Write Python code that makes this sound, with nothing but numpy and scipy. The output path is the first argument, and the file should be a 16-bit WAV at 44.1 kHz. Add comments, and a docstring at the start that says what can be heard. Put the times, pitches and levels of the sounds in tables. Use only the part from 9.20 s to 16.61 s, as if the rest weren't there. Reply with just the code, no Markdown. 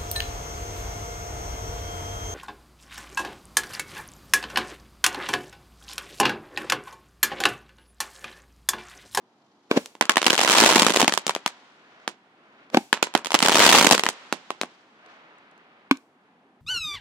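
"""A faint fuse hisses, powder flares with a thump, and firecrackers go off at a hollow carved pumpkin.
Twice, single bangs thicken into a crackle and thin out again; fuses hiss between, and a last thump ends it.
Each bang is a sharp jump in air pressure that flutters between the pumpkin's walls, while flaring
powder makes the hollow ring like a bottle. The microphones sit inside, and loud bangs overload them."""
import sys
import numpy as np
from scipy import signal
from scipy.fft import rfft, irfft, next_fast_len
from scipy.io import wavfile
from scipy.ndimage import map_coordinates

SR = 44100
rng = np.random.default_rng(int(sys.argv[2]) if len(sys.argv) > 2 else 0)


def wav_out(sig):
    """Save sig, one row per channel (or a flat mono array), as 16-bit PCM at SR to the path in sys.argv[1]."""
    wavfile.write(sys.argv[1], SR, np.round(np.clip(np.atleast_2d(sig).T, -1, 1) * 32767).astype(np.int16))


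N = 326781

# flaring powder: (time [s], push [dB], hollow's pitch [Hz], hollow's ring time [s], knock [dB],
# knock pitch [Hz], shell [dB], rush [dB], rush rise [s], rush fall [s])
# Ring, rise and fall times, and names with "t60", give the time for a change of 60 dB.
FLARES = [(.5130, -3, 284, 0.02, -1, 375, -9.5, -29.5, 0.034, 0.33),
          (0.5744, -3, 264, 0.013, -15, 440, -34, -13, 0.04, 0.03),
          (3.5457, -3, 253, 0.022, 1, 501, -9.5, -27, 0.057, 0.14),
          (3.5718, 3, 224, 0.02, 3, 720, -22, -4.5, 0.0053, 0.016),
          (1.8300, -9, 270, 0.061, -27, 495, -24.5, -46, .005, .05),
          (6.7114, -3.5, 268.7, 0.059, -36, 1115, -4.5, -50, 0.0026, 0.15)]


def bangs(flutter_db=-5, strong_db=-17.5, flutter_growth=0.68):
    """List the single bangs for pops(): loud bangs overload the microphones and ring on longer."""
    # bangs that stand out: (time [s], level [dB], bass [dB], treble [dB], pitch [Hz])
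    single_bangs = [(0.6596, -34, 1.5, 16, 2408), (0.7526, -38.5, 5, -2, 978),
                    (0.811, -8.5, -0.5, -2.5, 1019), (.8243, -19.5, -9.5, -7.5, 1613),
                    (0.8547, -30.5, -2, 8, 749), (0.8949, -4.5, -7.5, -2, 1867),
                    (0.9194, -24, -3.5, 6.5, 2690), (0.9584, -20.5, -1.5, 3, 2813),
                    (0.9697, -6.5, -9, -4, 1855), (0.9803, -16.5, -3.5, 2, 1740),
                    (1.0175, -19, -4.5, 3.5, 3060), (1.0293, -17.5, -4, 2, 3075),
                    (1.0443, -20.5, -4, 8.5, 2914), (1.057, -24, -2.5, 4, 1507),
                    (1.0651, -6.5, -2.5, 2.5, 2980), (1.0692, -10.5, -3, 2.5, 1003),
                    (1.081, -14, 1.5, 3.5, 2100), (1.1042, -8.5, -2.5, 0, 2788),
                    (1.1299, -18.5, 2, 13.5, 1019), (1.1373, -18, 0.5, 9, 3002),
                    (1.1786, -18.5, -4, 6, 3118), (1.1922, -15.5, 0.5, 1, 800),
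                    (1.2145, -14, 1.5, 8.5, 2397), (1.2347, -14, -4, 4, 786), (1.298, -12.5, -4, 10, 3207),
                    (1.3185, -12.5, -5, 11.5, 1440), (1.3838, -8.5, -0.5, 8, 3890),
                    (1.4023, -7.5, 2, 9, 4840), (1.4204, -11.5, 11.5, 2, 360), (1.4376, -8, 4.5, 6.5, 992),
                    (1.4605, -8.5, -5, 7, 1985), (1.4921, -12.5, 1, 4.5, 952), (1.51, -15.5, 3.5, 0.5, 817),
                    (1.5592, -4.5, 8, 4, 960), (1.5956, -8, -3, 7.5, 984), (1.6203, -7, 5.5, 4, 570),
                    (1.6659, -6.5, 2.5, 7, 1285), (1.705, -14.5, 7, 4.5, 372.7),
                    (1.745, -17.5, -1.5, 4, 1022), (1.7611, -10, 3.5, 10, 2540),
                    (1.7714, -10.5, 6.5, 6.5, 2740), (1.799, -12.5, -5.5, 6.5, 1004),
                    (1.8046, -11.5, 3.5, 9.5, 982), (1.8158, -9, -0.5, 4, 758),
                    (1.8276, -11, -1.5, 2.5, 710), (1.8449, -15.5, -0.5, 0.5, 1185),
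                    (1.8790, -7, 5, 5.5, 2150), (1.8953, -19, -4, 0, 1953), (1.9235, -17, -0.5, 6.5, 1814),
                    (1.9383, -15, 3, 11, 1430), (1.976, -14, 2, 7, 366), (2.067, -16, 9, 15.5, 1773),
                    (2.08, -23, -7, 0, 2920), (2.0946, -13.5, 0, 4, 824), (2.1091, -25, -14, -10.5, 1740),
                    (2.1505, -21.5, -6, 6, 1073), (2.1629, -21.5, 4.5, -3.5, 734), (2.262, -13, -4, 2, 782),
                    (2.2777, -25, -9, 9.5, 1690), (2.8777, -18.5, 0, 1.5, 1160),
                    (3.7285, -7, -5, -0.5, 1588), (3.7745, -31, -8, -11, 1740), (3.8258, -27, -5, 4, 2000),
                    (3.8277, -8.5, -2, 5.5, 2797), (3.8712, -30.5, -1.5, -11.5, 986),
                    (3.9395, -32, -2, 5.5, 888), (3.9509, -7, 3, -6, 788), (3.9764, -26, 3, 11.5, 2280),
                    (4.047, -27, -7, 10, 957), (4.0593, -24.5, -3.5, 2.5, 3154), (4.07, -24, -4, 4.5, 940),
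                    (4.106, -23.5, -5.5, 1, 966), (4.1193, -18.5, -2, 7, 710), (4.1317, -27.5, -5, 9, 950),
                    (4.1431, -6.5, 2, 2, 835), (4.1499, -7.5, -6, -3.5, 845), (4.1595, -21, -4, 3, 2405),
                    (4.1901, -17, -5.5, 11, 2902), (4.2044, -18, -2, 5.5, 788.5),
                    (4.2204, -22.5, 1.5, 7, 2900), (4.2262, -8.5, 7.5, 7.5, 3130),
                    (4.2526, -14, 0.5, 3, 790), (4.26, -10, -0.5, 2.5, 2678), (4.2842, -12, -5, 7.5, 1340),
                    (4.2949, -11.5, 4, 3.5, 370), (4.3453, -12.5, 6, 6, 2250), (4.3564, -8, 11, 8, 934),
                    (4.4046, -10.5, 4, -0.5, 687), (4.4332, -11, 2, 2.5, 4880),
                    (4.464, -3.5, 5.5, 7.5, 3146), (4.492, -6.5, 0, 5.5, 952), (4.5144, -12.5, -2, -4, 770),
                    (4.549, -5.5, 9.5, 2, 853), (4.5717, -14.5, -0.5, 6.5, 680),
                    (4.5844, -7.5, 7.5, 8, 1725), (4.6318, -16, 4.5, 4, 2500), (4.6463, -7, 7, 7, 970),
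                    (4.669, -6.5, 9.5, 8, 970), (4.7104, -3, 12.5, 11, 765), (4.7239, -6, 6, 10, 380),
                    (4.7305, -8.5, 7, 10.5, 1220), (4.7489, -11.5, 4.5, 6, 370),
                    (4.7793, -15.5, 1, 6, 1960), (4.7953, -13.5, -0.5, 6, 2990),
                    (4.8365, -14, 5, 5.5, 2250), (4.8557, -25, 4, 8, 610), (4.8648, -13, -6, -6, 897),
                    (4.8886, -13.5, 3.5, 12, 1580), (5.1261, -14.5, 5.5, 2.5, 1270),
                    (5.3053, -20, -0.5, -6, 1195), (5.414, -18, 0.5, 3.5, 3700), (5.434, -23, 7, -5.5, 684)]
    when, db, bass_db, treble_db, hz = np.transpose(single_bangs)
    flutter = flutter_db + flutter_growth * np.maximum(db - strong_db, 0)
    return np.c_[when, db, bass_db, treble_db, flutter, hz]


def crackle(scatter_db=3.5, bass_scatter_db=3.0, treble_db=6.5, treble_scatter_db=2.5, flutter_db=-3.5,
            pitch_hz=1600, spread_octaves=.8, uneven=.7, count=220, edge_pace=.25, edge_drop_db=5.5):
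    """A string of crackers catches: its pops come faster and louder, hold their pace, then thin out."""
    # burning strings: (start [s], full pace from [s], full pace until [s], end [s],
    # level at full pace [dB], full pace [pops/s])
    volleys = [(1.09, 1.39, 1.50, 1.80, -17, 310), (4.22, 4.41, 4.55, 4.77, -14, 260)]
    rows = []
    for first, full, ebb, last, db, rate in volleys:
        t = np.arange(first, last, 1 / SR)
        heat = np.interp(t, [first, full, ebb, last], [0, 1, 1, 0])
        burnt = np.cumsum(rate * (edge_pace + (1 - edge_pace) * heat)) / SR  # crackers spent so far
        turn = np.abs(np.arange(count) + uneven * rng.standard_normal(count))
        size, depth, sharpness, pitch = np.clip(rng.standard_normal((count, 4)).T, -2, 2)
        when = np.interp(turn, burnt, t)
        level = db - edge_drop_db * (1 - np.interp(when, t, heat)) + scatter_db * size
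        # the pops grow deeper as the string burns down
        bass = np.interp(when, [first, last], [-3.5, 2]) + bass_scatter_db * depth
        treble = treble_db + treble_scatter_db * sharpness
        hz = pitch_hz * 2 ** (spread_octaves * pitch)
        volley = np.c_[when, level, bass, treble, np.full(count, flutter_db), hz]
        rows.append(volley[turn < burnt[-1]])
    return pops(np.vstack(rows))


def pops(rows, flutter_t60=0.014, lag_s=.00014, pan_db=2, pitch_db=4.0, pitch_octaves=0.21,
         trapped_db=-1.0, size=1024):
    """Each pop is a shock wave with its own pitch, followed by its flutter between the pumpkin's walls."""
    # tone of a blast: (frequency [Hz], level [dB])
    blast = [(40, -21), (100, -23), (200, 0), (350, 1.5), (800, 0.5), (1400, -1), (2100, -2.5),
             (3000, -2.5), (5000, -9), (7500, -12), (11000, -22), (16000, -38.5)]
    # tones of the pumpkin's hollow: (pitch [Hz], width [Hz], boost [dB])
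    cavity = [(268, 170, 0), (980, 290, 3), (2700, 450, -0.5)]
    when, db, bass_db, treble_db, flutter_db, pitch_hz = np.transpose(rows)[:, :, None, None]
    t, hz = np.arange(size) / SR, np.fft.rfftfreq(size, 1 / SR)
    lead = 16 / SR  # a little space ahead of the shock
    sides = np.array([[1], [-1]])
    lag, pan = rng.standard_normal((len(rows), 2)).T[:, :, None, None]
    # the crackers lie all about, so each shock meets the two microphones at different moments
    shock = np.exp(-2j * np.pi * hz * (lead + sides * lag_s / 2 * np.clip(lag, -2, 2)))
    fade = amp(-60 * t / flutter_t60) * np.clip((t - lead) / 0.00033, 0, 1)
    flutter = rfft(paired(rng.standard_normal((len(rows), 2, size))) * fade / np.linalg.norm(fade))
    hollow_db = sum(gain / (1 + (2 * (hz - f) / width) ** 2) for f, width, gain in cavity)
    tilt_db = bass_db / (1 + (hz / 600) ** 3) + treble_db * (1 - 1 / (1 + (hz / 3400) ** 3))
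    peak_db = pitch_db / (1 + (np.log2((hz + 1) / pitch_hz) / pitch_octaves) ** 2)
    colour = causal(along(blast, hz) + hollow_db + tilt_db + peak_db)
    waves = irfft((shock + amp(flutter_db + trapped_db) * flutter) * colour)
    strength = np.sqrt(np.mean(waves[..., :SR // 250] ** 2, axis=(1, 2), keepdims=True))  # first 4 ms
    out = np.zeros((2, N))
    for start, wave in zip(when.ravel(), waves / strength * amp(db + sides * pan_db * pan)):
        add(out, start - lead, wave)
    return out


def flares(knock_t60=.013, crack_db=-13, crack_t60=.025, hiss_db=-47, hiss_t60=0.52):
    """Powder catches with a swelling rush, its push rings the hollow like a bottle, and sparks hiss away."""
    # tone of the flame: (frequency [Hz], level [dB])
    flame_tone = [(60, -24.5), (120, -18), (230, 7), (500, 6.5), (1100, -3), (2500, -8), (6000, -16),
                  (15000, -38.5)]
    # the pumpkin's higher notes: (pitch [Hz], level [dB], ring time [s])
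    shell_notes = [(1084, 1.5, 0.014), (1488, -5.5, 0.025), (2256, 2, 0.011), (3300, -10, 0.02),
                   (3700, -22.5, 0.02), (7010, -23.5, .016)]
    out, flame = np.zeros((2, N)), noise(flame_tone)
    sizzle = noise([(500, -13.5), (2500, 1.0), (7000, -2.0), (11000, -8.5), (16000, -17.5)])
    crack = noise([(500, -53), (1500, 10), (4000, 7.5), (8000, -5.5), (15000, -19.0)])
    for when, push_db, hz, t60, knock_db, knock_hz, shell_db, rush_db, rise, fall in FLARES:
        span = slice(max(round(when * SR) - SR // 4, 0), round(when * SR) + SR // 2)
        t = np.arange(N)[span] / SR - when
        after, before = np.maximum(t, 0), np.maximum(-t, 0)
        thump = amp(push_db) * ring(after, hz, t60, attack=0.0011)
        knock = amp(knock_db) * ring(after, knock_hz, knock_t60, attack=0.001)
        shell = sum(amp(db + rng.normal(0, 1.3, (2, 1))) * ring(after, f, life)
                    for f, db, life in shell_notes)
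        snap = amp(crack_db - 60 * after / crack_t60) * (t > 0) * crack[:, span]
        rush = amp(rush_db - 60 * (before / rise + after / fall)) * flame[:, span]
        spray = np.sqrt(rise / 0.043)  # the longer the powder takes to catch, the more sparks it throws
        hiss = amp(hiss_db - 60 * (before / rise + after / hiss_t60)) * spray * sizzle[:, span]
        out[:, span] += thump + knock + amp(shell_db) * (shell + snap) + rush + hiss
    return out


def sparks():
    """The fuse spits a few sparks, each a tiny pop."""
    # sparks: (time [s], level [dB], bass [dB], treble [dB], flutter [dB], pitch [Hz])
    spits = [(3.501, -46.5, -4, -4, -1, 4040), (5.862, -51.5, -10, -5, 0, 4990),
             (6.183, -65, -12, 26, 10.5, 6960), (6.313, -66, -10, 16, -3, 7080),
             (6.379, -66, -11, 16, -6, 6000), (6.772, -47.5, -9, 15, -5, 6030)]
    return pops(spits)


def fuse(ember_db=-73.5, fizz_steeper=1.4, waver_db=0.33, sputter_db=2.0):
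    """Each fuse swells and fades with a soft rush; its sputtering fizz comes and goes more steeply."""
    # fuses and embers flaring up: (peak time [s], rush [dB], fizz [dB], rush rise [s], rush fall [s])
    burns = [(.48, -81.5, -72, 9, .3), (2.32, -64.5, -64, 0.22, 2), (2.852, -53.5, -68, 3.4, 0.29),
             (3.42, -55, -73, 2.4, 1.0), (3.72, -65, -66, .25, 0.046), (5.11, -58, -67.5, 1.6, 0.18),
             (5.2, -61, -62, 0.17, 3), (5.5, -59, -65, .3, .8), (5.88, -52, -76, 1.2, 7),
             (5.9, -57, -62, .15, 0.74), (7.05, -64.5, -85.5, 1.5, 4)]
    # tone of the breathy rush: (frequency [Hz], level [dB])
    rush_tone = [(150, -26.5), (300, -5.5), (700, -2.5), (1400, -1), (2300, -5.5), (3200, -11),
                 (4500, -20.5), (7000, -37.5), (12000, -61)]
    # tone of the bright fizz: (frequency [Hz], level [dB])
    fizz_tone = [(1500, -21.5), (3000, 6), (4500, 4.5), (6500, -1), (9000, -17), (12000, -25.5),
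                 (16000, -36.5)]
    t = np.arange(N) / SR
    rush, fizz = amp(ember_db), 0  # a little rush never dies away
    snuffed = FLARES[-1][0]  # the last flare blows out the rush of the earlier fuses
    for peak, rush_db, fizz_db, rise, fall in burns:
        burn_db = -60 * np.maximum((peak - t) / rise, (t - peak) / fall)
        alight = (t < snuffed) | (peak > snuffed)
        rush = np.hypot(rush, alight * amp(rush_db + burn_db))
        fizz = np.hypot(fizz, amp(fizz_db + fizz_steeper * burn_db))
    breath = rush * amp(waver_db * wobble(12)) * noise(rush_tone)
    sputter = fizz * amp(sputter_db * wobble(140)) * noise(fizz_tone)
    return breath + sputter


def near_echoes(x, tail_db=-15, stretches=16):
    """Nearby surfaces answer, then a short tail follows; the paths change as the crackers jump about."""
    # echoes off nearby surfaces: (delay [s], level [dB])
    walls = [(.0098, -22.5), (0.013, -18.5), (0.018, -24), (.0245, -36), (.045, -31.5)]
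    # how long the tail lasts: (frequency [Hz], ring time [s])
    ring_times = [(150, 0.19), (600, 0.25), (2500, 0.19), (7000, 0.14), (14000, 0.029)]
    tail_tone = [(100, 0), (400, -9), (1500, -6), (6000, -4.5), (14000, 4.0)]
    out = np.zeros((2, N))
    edges = np.linspace(0, N, stretches + 1).astype(int)
    for start, end in zip(edges, edges[1:]):
        hz, t, bands = signal.stft(paired(rng.standard_normal((2, SR // 3))), SR, nperseg=256)
        fade = amp(-60 * t / along(ring_times, hz)[:, None]) * np.clip(t / 0.0058, 0, 1)
        tail = signal.istft(bands * fade, SR, nperseg=256)[1]
        tail = amp(tail_db) * filtered(tail / np.linalg.norm(tail[0]), lambda f: amp(along(tail_tone, f)))
        for delay, db in walls:
            when = delay * (1 + 0.056 * rng.standard_normal()) + .0001 * rng.standard_normal(2)
            tail[[0, 1], np.round(when * SR).astype(int)] += amp(db)
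        add(out, start / SR, signal.fftconvolve(x[:, start:end], tail, axes=1))
    return out


def far_echo(x, level_db=-35, t60=2.2):
    """Distant surroundings return a faint, dull wash."""
    t = np.arange(2 * SR) / SR
    wash = noise([(100, -13.5), (400, -4), (1500, 6), (4000, 0.5), (8000, -9.0), (14000, -21.5)])
    tail = wash[:, :len(t)] * amp(-60 * t / t60) * np.clip(t / .03, 0, 1)
    return amp(level_db) * signal.fftconvolve(x, tail / np.linalg.norm(tail[0]), axes=1)[:, :N]


def air(level_db=-61.5):
    """A low, steady hush lies under everything."""
    # tone of the quiet background: (frequency [Hz], level [dB])
    air_tone = [(24, -74), (40, -50), (101, -14.5), (251, -1.5), (297, -5), (368, -6.5), (552, -13.5),
                (753, -8), (2150, -26.5), (4000, -37), (4730, -38), (5460, -42), (6930, -41),
                (12000, -47.5), (15600, -71.5), (22000, -120)]
    return amp(level_db) * noise(air_tone)


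def ring(t, hz, t60, attack=0.00009):
    """A note struck at t = 0; the air pressure follows how fast its swing changes."""
    swing = np.sin(2 * np.pi * hz * t) * amp(-60 * t / t60) * (1 - np.exp(-t / attack))
    return -np.gradient(swing) * SR / (2 * np.pi * hz)


def noise(tone):
    """Stereo noise of strength 1, shaped by rows of (frequency [Hz], level [dB])."""
    # how alike left and right are in steady noise: (frequency [Hz], likeness [0 to 1])
    alike = [(100, 0.95), (450, 1), (1400, 0.65), (3000, 0.14), (8000, .15)]
    mid, side = filtered(rng.standard_normal((2, N)), lambda hz: amp(along(tone, hz)) * spread(hz, alike))
    stereo = np.array([mid + side, mid - side])
    return stereo / np.sqrt(np.mean(stereo ** 2) + 1e-20)


def paired(x):
    """Two unrelated signals become sound from all around: alike in the bass, apart in the treble."""
    # how alike left and right are in bouncing sound: (frequency [Hz], rough likeness [0 to 1])
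    alike = [(100, 0.83), (600, 1), (1400, 0.96), (3000, 0.51), (8000, 0.03)]
    return np.array([[1, 1], [1, -1.7]]) @ filtered(x, lambda hz: spread(hz, alike))


def spread(hz, alike):
    """Gains for the part left and right share (mid) and the part where they are opposite (side)."""
    turn = np.arccos(np.clip(along(alike, hz), -1, 1)) / 2
    return np.array([np.cos(turn), np.sin(turn)])


def from_right(x, lag_s):
    """A source off to the right reaches the left microphone later."""
    return filtered(x, lambda hz: np.exp(-1j * np.pi * hz * lag_s * np.array([[1], [-1]])))


def amp(db):
    """Turn decibels into a gain."""
    return 10 ** (np.asarray(db) / 20)


def along(points, hz):
    """Read between (frequency [Hz], value) points, with octaves evenly spaced."""
    f, v = np.transpose(points)
    return np.interp(np.log(hz + 1), np.log(f + 1), v)


def wobble(rate):
    """A smooth curve through `rate` random points a second."""
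    return map_coordinates(rng.standard_normal(int(N * rate / SR) + 4), [np.arange(N) * rate / SR])


def filtered(x, response):
    """Scale each frequency in x by response(frequency)."""
    n = x.shape[-1]
    padded = next_fast_len(n + min(n // 2, 4096), True)
    return irfft(rfft(x, padded) * response(np.fft.rfftfreq(padded, 1 / SR)), padded)[..., :n]


def causal(db):
    """A filter with these gains that rings only after it is struck (minimum phase)."""
    cepstrum = irfft(np.log(amp(db)))
    half = cepstrum.shape[-1] // 2
    return np.exp(rfft(cepstrum * np.r_[1, np.full(half - 1, 2), 1, np.zeros(half - 1)]))


def add(out, start_s, sound):
    """Mix a sound in at its start time."""
    i = max(round(start_s * SR), 0)
    out[:, i:i + sound.shape[-1]] += sound[:, :max(N - i, 0)]


def scene():
    """Bangs, crackle and flares with their echoes, over the fuses and the quiet air."""
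    background = from_right(fuse(), lag_s=.00019) + air()
    singles, thumps = bangs(), from_right(flares(), lag_s=.00015)
    inside = pops(singles) + sparks() + thumps
    # the surroundings get the shocks with little of their pitch or flutter
    outside = pops(singles, pitch_db=-1.5, trapped_db=-20)
    volleys = crackle()
    echoes = near_echoes(outside + volleys + amp(-7.0) * thumps) + far_echo(outside + volleys)
    return inside + volleys + echoes + background


def record(dry, ceiling=0.83, hardness=6.3, low_cut_hz=150, top_hz=16100):
    """The microphones overload on big bangs; the camera thins the rumble and cuts the highest treble."""
    squashed = dry / (1 + np.abs(dry / ceiling) ** hardness) ** (1 / hardness)
    thinned = signal.sosfilt(signal.butter(1, low_cut_hz, "highpass", fs=SR, output="sos"), squashed)
    return filtered(thinned, lambda hz: 1 / (1 + (hz / top_hz) ** 90))


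dry = scene()
out = record(dry)
wav_out(out)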